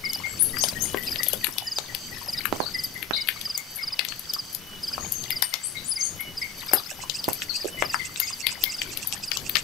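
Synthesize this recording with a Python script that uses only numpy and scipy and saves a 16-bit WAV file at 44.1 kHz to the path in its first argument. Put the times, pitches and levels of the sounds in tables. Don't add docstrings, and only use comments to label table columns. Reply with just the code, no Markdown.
import sys
import numpy as np
from scipy import signal
from scipy.fft import rfft, irfft
from scipy.io import wavfile

SR = 44100
rng = np.random.default_rng(int(sys.argv[2]) if len(sys.argv) > 2 else 0)


def file_out(sig):
    cols = np.atleast_2d(sig).T
    lim = np.clip(cols, -1, 1)
    pcm = np.round(lim * 32767).astype(np.int16)
    wavfile.write(sys.argv[1], SR, pcm)


N = 424683


def from_db(db):
    return np.exp(np.asarray(db) * (np.log(10) / 20))


def rms_one(x):
    return x / np.sqrt(np.mean(x ** 2) + 1e-20)


def in_time(rows):
    s, *columns = np.transpose(rows)
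    return [np.interp(np.arange(N) / SR, s, column) for column in columns]


def clock(length_s):
    return np.arange(int(length_s * SR)) / SR


def add(track, s, sound):
    i = int(np.clip(s * SR, 0, N - 1))
    track[i:i + len(sound)] += sound[:N - i]


def colour(x, points):
    hz, db = np.transpose(points)
    f = np.maximum(np.arange(N // 2 + 1) * SR / N, 1)
    gain = from_db(np.interp(np.log(f), np.log(hz), db))
    return irfft(rfft(x) * gain, N)


def band(x, hz, width_hz, order=2):
    low = np.sqrt(hz ** 2 + width_hz ** 2 / 4) - width_hz / 2
    edges = np.clip([low, low + width_hz], [10, 20], [.43 * SR, .45 * SR])
    sos = signal.butter(order, edges, "band", fs=SR, output="sos")
    return signal.sosfilt(sos, x + 1e-18)


def drift(rate_hz):
    knots = rng.standard_normal(8000)
    return np.interp(np.arange(N) * rate_hz / SR, np.arange(len(knots)), knots)


def pan(x, left_db):
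    return x * from_db([[left_db / 2], [-left_db / 2]])


def trees(x, t60_s, scatter_db):
    t = clock(.6)
    unevenness = from_db(scatter_db * rng.standard_normal((2, len(t))))
    echoes = rng.standard_normal((2, len(t))) * unevenness
    echoes = echoes * from_db(-60 * t / t60_s) * (t > .003)
    echoes /= np.sqrt(np.sum(echoes ** 2, axis=1, keepdims=True))
    return signal.fftconvolve(x[None], echoes, axes=1)[:, :N]


def burst(hz, width_hz, decay_s, order=2):
    t = clock(.06)
    puff = band(rng.standard_normal(len(t)) * np.exp(-t / decay_s), hz, width_hz, order=order)
    return puff * np.sqrt(SR / 1000 / np.sum(puff ** 2))


def note(length_s, start_hz, end_hz, bend=1, waver=0.0068, flutter_db=0):
    u = clock(length_s) / length_s
    wobble, flutter = [np.interp(u, np.linspace(0, 1, 14), knots)
                       for knots in rng.standard_normal((2, 14))]
    hz = (start_hz + (end_hz - start_hz) * u ** bend) * (1 + waver * wobble)
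    swell = np.sin(np.pi * u) * from_db(flutter_db * flutter)
    return swell * np.sin(2 * np.pi * np.cumsum(hz) / SR)


# pitch_hz, relative level_db
LEAF_AIR_COLOUR = [(300, -5.5), (700, 2.5), (1500, 3.5), (2500, 2), (3800, 1.5), (4700, -4), (5600, 4.5),
                   (7800, -9.5), (9000, -4), (12000, -4.5), (15000, -2.5)]


def forest():
    air = rng.standard_normal(N) + 0.97 * rng.standard_normal((2, N))
    air = from_db(-45.3) * rms_one(colour(air, LEAF_AIR_COLOUR))
    hum = band(rng.standard_normal(N) + .7 * rng.standard_normal((2, N)), 4640, 650)
    return air + from_db(-55.5 + 3 * drift(14)) * rms_one(hum)


CICADA_START_S, CYCLE_S, TONE_S = -.025, .768, 0.261
BUZZ_AFTER_S, BUZZ_S, BUZZ_FADE_S = .2, .57, 0.064
TONE_HZ, TONE_SAG_HZ, BUZZ_HZ = 3003, 80.3, 1541
# time_s, level_db
CICADA_TONE_LEVEL = [(0,-43), (.85,-41.5), (2.4,-49), (3.9,-49), (4.7,-43), (6.2,-44.5), (7,-49), (7.8,-45),
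                     (9.63,-56)]
# multiple of BUZZ_HZ, relative level_db
BUZZ_HARMONICS = [(2,-57), (3,-47.5), (4,-52), (5,-55.5)]


def cicada(pulse_hz=18, pulse_depth=.24, jitter=.026, flutter_db=3):
    tone, effort = np.zeros((2, N))
    t = clock(BUZZ_S)
    swell = np.clip(np.minimum(t, BUZZ_S - t) / BUZZ_FADE_S, 0, 1)
    for s in np.arange(CICADA_START_S, N / SR, CYCLE_S):
        add(tone, s, note(TONE_S, TONE_HZ, TONE_HZ - TONE_SAG_HZ, waver=.004, flutter_db=3.5))
        add(effort, s + BUZZ_AFTER_S, swell)
    pulse = 1 + pulse_depth * np.sin(2 * np.pi * pulse_hz * np.arange(N) / SR)
    tone *= from_db(in_time(CICADA_TONE_LEVEL)[0]) * pulse

    phase = 2 * np.pi * np.cumsum(BUZZ_HZ * (1 + jitter * drift(700))) / SR
    buzz = sum(from_db(db) * rms_one(np.sin(round(k) * phase)) for k, db in BUZZ_HARMONICS)
    buzz = buzz * effort * from_db(flutter_db * drift(17))
    buzz = from_db(-3) * buzz + from_db(-4) * trees(buzz, t60_s=0.17, scatter_db=2)
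    tone = tone + from_db(-7) * trees(tone, t60_s=.37, scatter_db=7)
    return pan(tone, left_db=-2.0) + pan(buzz, left_db=-0.8)


# start_s, length_s, start_hz, end_hz, relative level_db
BIRD_CHIRPS = [(0.39, 0.044, 9260, 11780, -8.5), (0.592, 0.03, 5150, 7300, -13.5),
               (0.618, 0.021, 7520, 11360, -11.5), (0.793, 0.05, 5600, 8000, -16),
               (0.834, 0.012, 7830, 10700, -12.5), (3.129, 0.018, 3680, 4620, -9),
               (3.139, 0.027, 3480, 4500, -24), (5.63, 0.027, 7120, 9970, -18),
               (5.647, 0.03, 10460, 11400, -20), (5.836, .04, 6070, 9840, -20.5),
               (5.876, 0.029, 9800, 10240, -15.5), (5.985, 0.057, 6120, 6770, -18),
               (6.03, 0.022, 7300, 11400, -17), (6.047, 0.033, 6280, 6490, -18.5)]
# start_s, length_s, start_hz, end_hz, relative level_db
BIRD_WHISTLES = [(0.265, 0.064, 7660, 7660, -39), (0.548, 0.088, 4650, 4750, -34),
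                 (1.621, 0.25, 6780, 6310, -47.5), (2.6, 0.045, 4680, 3760, -35.5),
                 (2.655, 0.02, 4440, 4570, -26.5), (4.077, 0.043, 4150, 4630, -36.5),
                 (4.968, 0.14, 6310, 6700, -40.5), (5.078, 0.17, 6700, 6140, -39),
                 (5.418, 0.048, 8830, 8750, -31), (5.767, 0.013, 4150, 3810, -28.5),
                 (7.489, 0.033, 4600, 4130, -26.5), (7.53, 0.04, 4290, 4870, -29.5),
                 (8.184, 0.12, 6700, 6440, -40), (8.42, 0.038, 4550, 4400, -35),
                 (8.465, 0.037, 4390, 5090, -34)]


def birds():
    chirps, far = np.zeros((2, N))
    for s, length_s, start_hz, end_hz, db in BIRD_CHIRPS:
        chirp = note(length_s, start_hz, end_hz, bend=1.1, waver=.028, flutter_db=5)
        add(chirps, s, from_db(db - 19) * chirp)
    for s, length_s, start_hz, end_hz, db in BIRD_WHISTLES:
        whistle = note(length_s, start_hz, end_hz, waver=.022, flutter_db=4.5)
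        add(far, s, from_db(db - 7.5) * whistle)
    chirps = chirps + from_db(5.5) * trees(chirps, t60_s=.26, scatter_db=-2.0)
    far = far + from_db(1) * trees(far, t60_s=0.29, scatter_db=-3.5)
    return pan(chirps, left_db=20.5) + pan(far, left_db=26.5)


# start_s, number of notes, step_s from note to note,
# first_hz, last_hz, relative first_db, relative last_db
PIPED_PHRASES = [(.035,2,.2,2145,2128,-20,-20), (.53,4,0.22,1900,1930,-26,-23),
                 (1.423,5,0.23,1905,1940,-32,-32.5), (2.74,3,0.21,1998,2170,-23,-22.5),
                 (3.36,4,.211,2155,2105,-32.5,-23), (5.3,6,.2225,2090,2140,-27.5,-23),
                 (7.772,5,0.22,2090,2160,-22,-22.5)]


def piping(uneven_db=1.5, uneven_hz=22):
    out = np.zeros(N)
    for start, notes, step, first_hz, last_hz, first_db, last_db in PIPED_PHRASES:
        phrase = np.linspace([first_hz, first_db], [last_hz, last_db], int(round(notes)))
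        for k, (hz, db) in enumerate(phrase):
            gain = from_db(db - 15.5 + uneven_db * rng.standard_normal())
            hz = hz + uneven_hz * rng.standard_normal()
            pipe = note(0.0303, hz * .99, hz * 1.01, waver=.028, flutter_db=2.5)
            add(out, start + k * step, gain * pipe)
    return pan(out + trees(out, t60_s=.28, scatter_db=6), left_db=28)


SECOND_NOTE_S = .0445
# start_s, wait_s from second note to third (0 means only two notes)
FALLING_CALLS = [(.045,0.049), (.583,.053), (1.068,0.068), (1.667,0.047), (2.281,.048), (2.738,.052),
                 (3.161,0), (3.449,0.049), (3.825,.052), (4.29,0.049), (4.829,.053), (5.313,.067),
                 (5.911,.049), (6.369,0), (6.681,.045), (7.139,0.051), (7.56,0), (7.847,0.052),
                 (8.224,0.055), (8.691,0.045), (9.228,.053)]
# time_s, peak level_db of the notes before octave and echoes
FALLING_CALL_LEVEL = [(0, -23.5), (6.3, -23.5), (6.5, -26.5), (9.6, -27.5)]


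def triplets(start_hz=5280, end_hz=4520):
    out = np.zeros(N)
    for s, wait in FALLING_CALLS:
        delays = [0, SECOND_NOTE_S]
        if wait > SECOND_NOTE_S / 2:
            delays.append(SECOND_NOTE_S + wait)
        for delay in delays:
            add(out, s + delay - .001, note(0.0271, start_hz, end_hz))
    out = out + from_db(-16) * band(out ** 2, 9800, 3000)
    out *= from_db(in_time(FALLING_CALL_LEVEL)[0])
    return out + from_db(-21) * trees(out, t60_s=.39, scatter_db=-29)


RASP_START_S, RASP_DB = 6.908, -34
# time_s, gap_s between strokes
STROKE_PACE = [(6.908,.119), (7.027,.136), (7.69,.126), (8.18,.118), (8.63,.101), (8.94,.102), (9.47,.118)]


def stroke_times():
    times = [RASP_START_S]
    while times[-1] < N / SR:
        times.append(times[-1] + np.interp(times[-1], *np.transpose(STROKE_PACE)))
    return times[:-1]


# pitch_hz, width_hz, relative level_db
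WING_RESONANCES = [(2650, 210, -1.5), (5440, 880, -1.5), (6700, 1350, 0.5), (7970, 660, 2)]


def bush_cricket(stroke_s=0.01104, grain_db=3, rise=.06, scrape_db=-10):
    t = clock(.14)
    middle = t.mean()
    u = (t - middle) / stroke_s
    swell = 1 / (1 + u ** 2 / 2) ** 2
    strokes, tension = np.zeros((2, N))
    for s in stroke_times():
        add(strokes, s - middle, from_db(RASP_DB) * swell)
        add(tension, s - middle, rise * u * np.sqrt(swell))
    wing = from_db(scrape_db) * rms_one(band(rng.standard_normal(N), 3500, 4300))
    for hz, width_hz, db in WING_RESONANCES:
        slow = signal.butter(2, width_hz / 2, fs=SR, output="sos")
        unsteady = signal.sosfilt(slow, rng.standard_normal(N))
        carrier = np.sin(2 * np.pi * np.cumsum(hz * (1 + tension)) / SR)
        wing = wing + from_db(db) * rms_one(unsteady * carrier)
    grainy = rms_one(wing * from_db(grain_db * drift(400)))
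    return pan(strokes * grainy, left_db=-9)


# start_s,
# level_db (energy against 1 ms at full scale), pitch_hz, width_hz, left_db (how much louder left)
KNOCKS_AND_THUDS = [(.638,-13.5,616,640,13), (.945,-9,610,695,13), (1.334,-16.5,473,203,12),
                    (1.481,-25.5,325,148,-23), (1.49,-27,895,397,-16), (1.622,-25.5,770,246,-11),
                    (1.785,-17.5,660,640,10), (2.5263,-7,475,1050,-12.5), (2.603,-7,420,860,-30),
                    (3.1092,-10,540,1460,-29), (4.363,-22.5,1170,250,21), (4.98,-16,690,630,13),
                    (5.425,-13.5,1310,1110,18), (5.5396,-21.5,915,900,12), (6.734,-6.5,560,640,9),
                    (6.917,-28,614,199,18), (7.036,-23,1060,345,22), (7.281,-8,226,614,-27),
                    (7.287,-16.5,620,640,10), (7.645,-15.5,418,196,-13), (7.654,-11,410,196,-14),
                    (7.823,-8,630,640,11), (8.305,-27.5,990,293,15), (8.887,-29,333,120,9),
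                    (9.368,-25.5,1180,450,15), (9.558,-19,1190,690,19)]


def knocks(contact_db=-23):
    out = np.zeros((2, N))
    for s, db, hz, width_hz, left_db in KNOCKS_AND_THUDS:
        contact = from_db(contact_db) * burst(4500, 4500, decay_s=0.00036)
        blow = from_db(db) * (burst(hz, width_hz, decay_s=0.0011) + contact)
        add(out[0], s, blow * from_db(min(left_db, 0)))
        add(out[1], s, blow * from_db(min(-left_db, 0)))
    tails = np.array([trees(side, t60_s=0.17, scatter_db=6.0)[0] for side in out])
    return out + from_db(-5.5) * tails


# start_s, level_db of the sizzle (energy against 1 ms at full scale)
STEAM_SPITS = [(0.425,-6), (.586,-16.5), (.64,-19), (.8225,-12.5), (1.036,-20), (1.234,-9), (1.335,-18),
               (1.47,-21), (2.8385,-14), (3.76,-16.5), (4.53,-22), (5.124,-18), (6.209,-21), (6.7366,0),
               (7.334,-16), (8.203,-17), (9.076,-18), (9.557,-19)]


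def spits(hz=11660, width_hz=900, decay_s=0.012, click_db=-6):
    out = np.zeros(N)
    for s, db in STEAM_SPITS:
        add(out, s - .0015, from_db(db + click_db) * burst(10650, 5200, decay_s=0.0012))
        add(out, s, from_db(db) * burst(hz, width_hz, decay_s=decay_s, order=3))
    return out


# start_s, crack_db, crack_hz, tick_db
# (levels are energy against 1 ms at full scale)
WOOD_POPS = [(.134,-19,4840,-18), (0.5693,-17.5,1730,-31), (.639,-10,3640,-21), (.6868,-17,4970,-17.5),
             (.973,-19.5,1940,-23), (1.159,-15.5,2900,-39), (1.2329,-16,4300,-27), (1.265,-23,3000,-35),
             (1.286,-26,6060,-5.5), (1.3334,-18,4860,-11), (1.4446,-9.5,2700,-8), (1.469,-17,1810,-16),
             (1.5841,-12,3840,-14.5), (1.786,-12.5,4230,-26), (1.9493,-15,3060,-16.5),
             (2.4555,-10,1810,-12.5), (3.028,-16.5,2560,-20), (3.2745,-22,2630,-24), (3.2881,-7,2430,-10),
             (3.414,-21.5,3660,-22.5), (3.578,-15.5,7140,-15), (3.9934,-5.5,2880,-22),
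             (4.0505,-18,2980,-18.5), (4.0874,-18,4700,-40), (4.123,-21,2000,-40), (4.195,-36,6350,-19.5),
             (4.337,-19.5,4830,-15.5), (4.5492,-21.5,5200,-13.5), (5.1225,-24,5770,-10),
             (5.24,-22,4000,-30), (5.306,-15,2570,-12), (5.4243,-9.5,3620,-5.5), (5.5402,-10,3630,-18),
             (6.2075,-29.5,2100,-21), (6.7351,-20,1600,-6), (7.0985,-11,4200,-28), (7.2426,-18,4070,-20.5),
             (7.2875,-16.5,1400,-14), (7.3321,-25.5,4600,-13), (7.4203,-16,2240,-38), (7.824,-9,1800,-31),
             (7.9441,-7,1330,-26), (8.1604,-20,2610,-40), (8.2014,-16,3160,-6), (8.4688,-5.5,2710,-12),
             (8.6392,-9,3260,-4.5), (8.8179,-12,2930,-27), (8.9738,-19.5,3230,-16), (9.074,-38,4800,-12),
             (9.126,-16,3800,-25), (9.317,-10,3100,-25), (9.3723,-13,4670,-23), (9.4964,-18.5,2650,-11),
             (9.5554,-3,3280,-31), (9.5607,-11.5,1900,-30), (9.569,-9,2860,-24)]


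def pops(tick_hz=12000, crack_width=.97, ring_db=-6.5, ring_width=.18, upper_ring=1.55,
         snap_db=-17, thud_db=-21, sizzle_db=-14,
         splinter_db=-17.5, splinter_s=.028, splinter_loss_db=6, shard_db=-23):
    out = np.zeros(N)
    for s, crack_db, hz, tick_db in WOOD_POPS:
        crack, tick = from_db(crack_db), from_db(tick_db)
        add(out, s - .0008, crack * from_db(thud_db) * burst(653, 730, decay_s=0.0003, order=3))
        add(out, s - .0005, crack * burst(hz, hz * crack_width, decay_s=.0004, order=4))
        add(out, s - .0004, crack * from_db(snap_db) * burst(6500, 4500, decay_s=0.00034))
        for ring_hz, db in [(hz * 0.922, ring_db), (hz * upper_ring, ring_db - 7.5)]:
            add(out, s, crack * from_db(db) * burst(ring_hz, hz * ring_width, decay_s=0.0017))
        varied_tick_hz = tick_hz * from_db(rng.normal(0, 0.68))
        add(out, s, tick * burst(varied_tick_hz, 4200, decay_s=0.00086, order=3))
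        add(out, s + .0015, tick * from_db(sizzle_db) * burst(11660, 1100, decay_s=0.013, order=3))
        add(out, s - .004, crack * from_db(-15) * burst(hz, hz * .6, decay_s=0.0027, order=3))
        add(out, s - .003, tick * from_db(-6) * burst(tick_hz, 1700, decay_s=0.0029, order=3))
        for delay, detune in rng.random((4, 2)):
            splinter = burst(hz * 2 ** (2 * detune - 1), 640, decay_s=.00083, order=3)
            shard = burst(tick_hz * 2 ** ((detune - 1) / 2), 2500, decay_s=.0008)
            both = crack * from_db(splinter_db) * splinter + tick * from_db(shard_db) * shard
            add(out, s + splinter_s * delay, from_db(-splinter_loss_db * delay) * both)
    return out


def crackle(per_s, low_hz, high_hz, width_hz, spread_db, cluster_db=4.5, count=12):
    surge_db = cluster_db * drift(18)
    born = rng.random(N) < per_s * from_db(surge_db) / SR
    size_db = surge_db / 2 + spread_db * np.minimum(rng.exponential(1, N), 3)
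    snaps = born * from_db(size_db) * rng.choice([-1, 1], N)
    dealt = rng.integers(0, count, N)
    pitches_hz = np.linspace(low_hz, high_hz, count)
    return rms_one(sum(band(snaps * (dealt == k), hz, width_hz) for k, hz in enumerate(pitches_hz)))


SAP_DB, SAP_FOLLOWS = -43.5, .75
# time_s, relative level_db
FLAME_LEVEL = [(0,-45), (1.1,-40), (1.7,-51.5), (2.1,-46.5), (2.7,-45), (3.6,-52.5), (4.6,-48.5),
               (5.37,-43), (5.5,-55), (6,-47.5), (7.15,-49), (7.8,-44), (8.2,-50.5), (9.63,-44)]
# pitch_hz, relative level_db
FLAME_COLOUR = [(15, -1.5), (30, -29), (55, -8), (120, -4.5), (200, -7), (400, -13.5), (900, -25.5),
                (2000, -34)]
# time_s, relative level_db
EMBER_LEVEL = [(0,-46.5), (1.4,-39.5), (1.7,-53), (2.4,-43.5), (2.8,-49), (4.7,-52), (5.2,-45), (5.7,-57),
               (6.5,-51), (6.8,-41), (7.1,-49), (7.7,-47), (8.6,-52), (9.63,-47)]
# pitch_hz, change_db
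RIGHT_SIDE_COLOUR = [(100, 36), (400, -12), (1500, -21.5), (4000, -19.5), (12000, -22.5)]


def fire():
    flame_db, = in_time(FLAME_LEVEL)
    ember_db, = in_time(EMBER_LEVEL)
    embers = crackle(per_s=330, low_hz=10900, high_hz=12600, width_hz=280, spread_db=13)
    embers = from_db(ember_db + 1.0) * embers
    sap_db = SAP_DB + SAP_FOLLOWS * (ember_db - ember_db.mean())
    sap = crackle(per_s=240, low_hz=599, high_hz=5410, width_hz=200, spread_db=5, count=24)
    sap = from_db(sap_db) * sap
    fibres = crackle(per_s=300, low_hz=2700, high_hz=9080, width_hz=790, spread_db=4.5, count=8)
    fibres = from_db(sap_db - 5.5) * fibres
    hiss = rms_one(band(rng.standard_normal(N), 12400, 2300, order=1))
    hiss = from_db(ember_db - 2 + 1.5 * drift(12)) * hiss
    near = pops() + spits() + embers + sap + fibres + hiss
    left, right = near + from_db(-8.5) * trees(near, t60_s=0.15, scatter_db=6)
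    heard = np.array([left, colour(right, RIGHT_SIDE_COLOUR)])
    roar = rng.standard_normal(N) + 0.54 * rng.standard_normal((2, N))
    roar = rms_one(colour(roar, FLAME_COLOUR))
    return heard + pan(from_db(flame_db + 2.56 * drift(14)) * roar, left_db=3.5)


def scene():
    background = forest() + cicada() + birds() + piping() + triplets() + bush_cricket()
    return background + knocks() + fire()


CUTOFF_HZ = 15500


def record(dry):
    treble_cut = signal.ellip(8, .1, 60, CUTOFF_HZ, fs=SR, output="sos")
    return signal.sosfiltfilt(treble_cut, np.clip(dry, -1, 1))


dry = scene()
out = record(dry)
file_out(out)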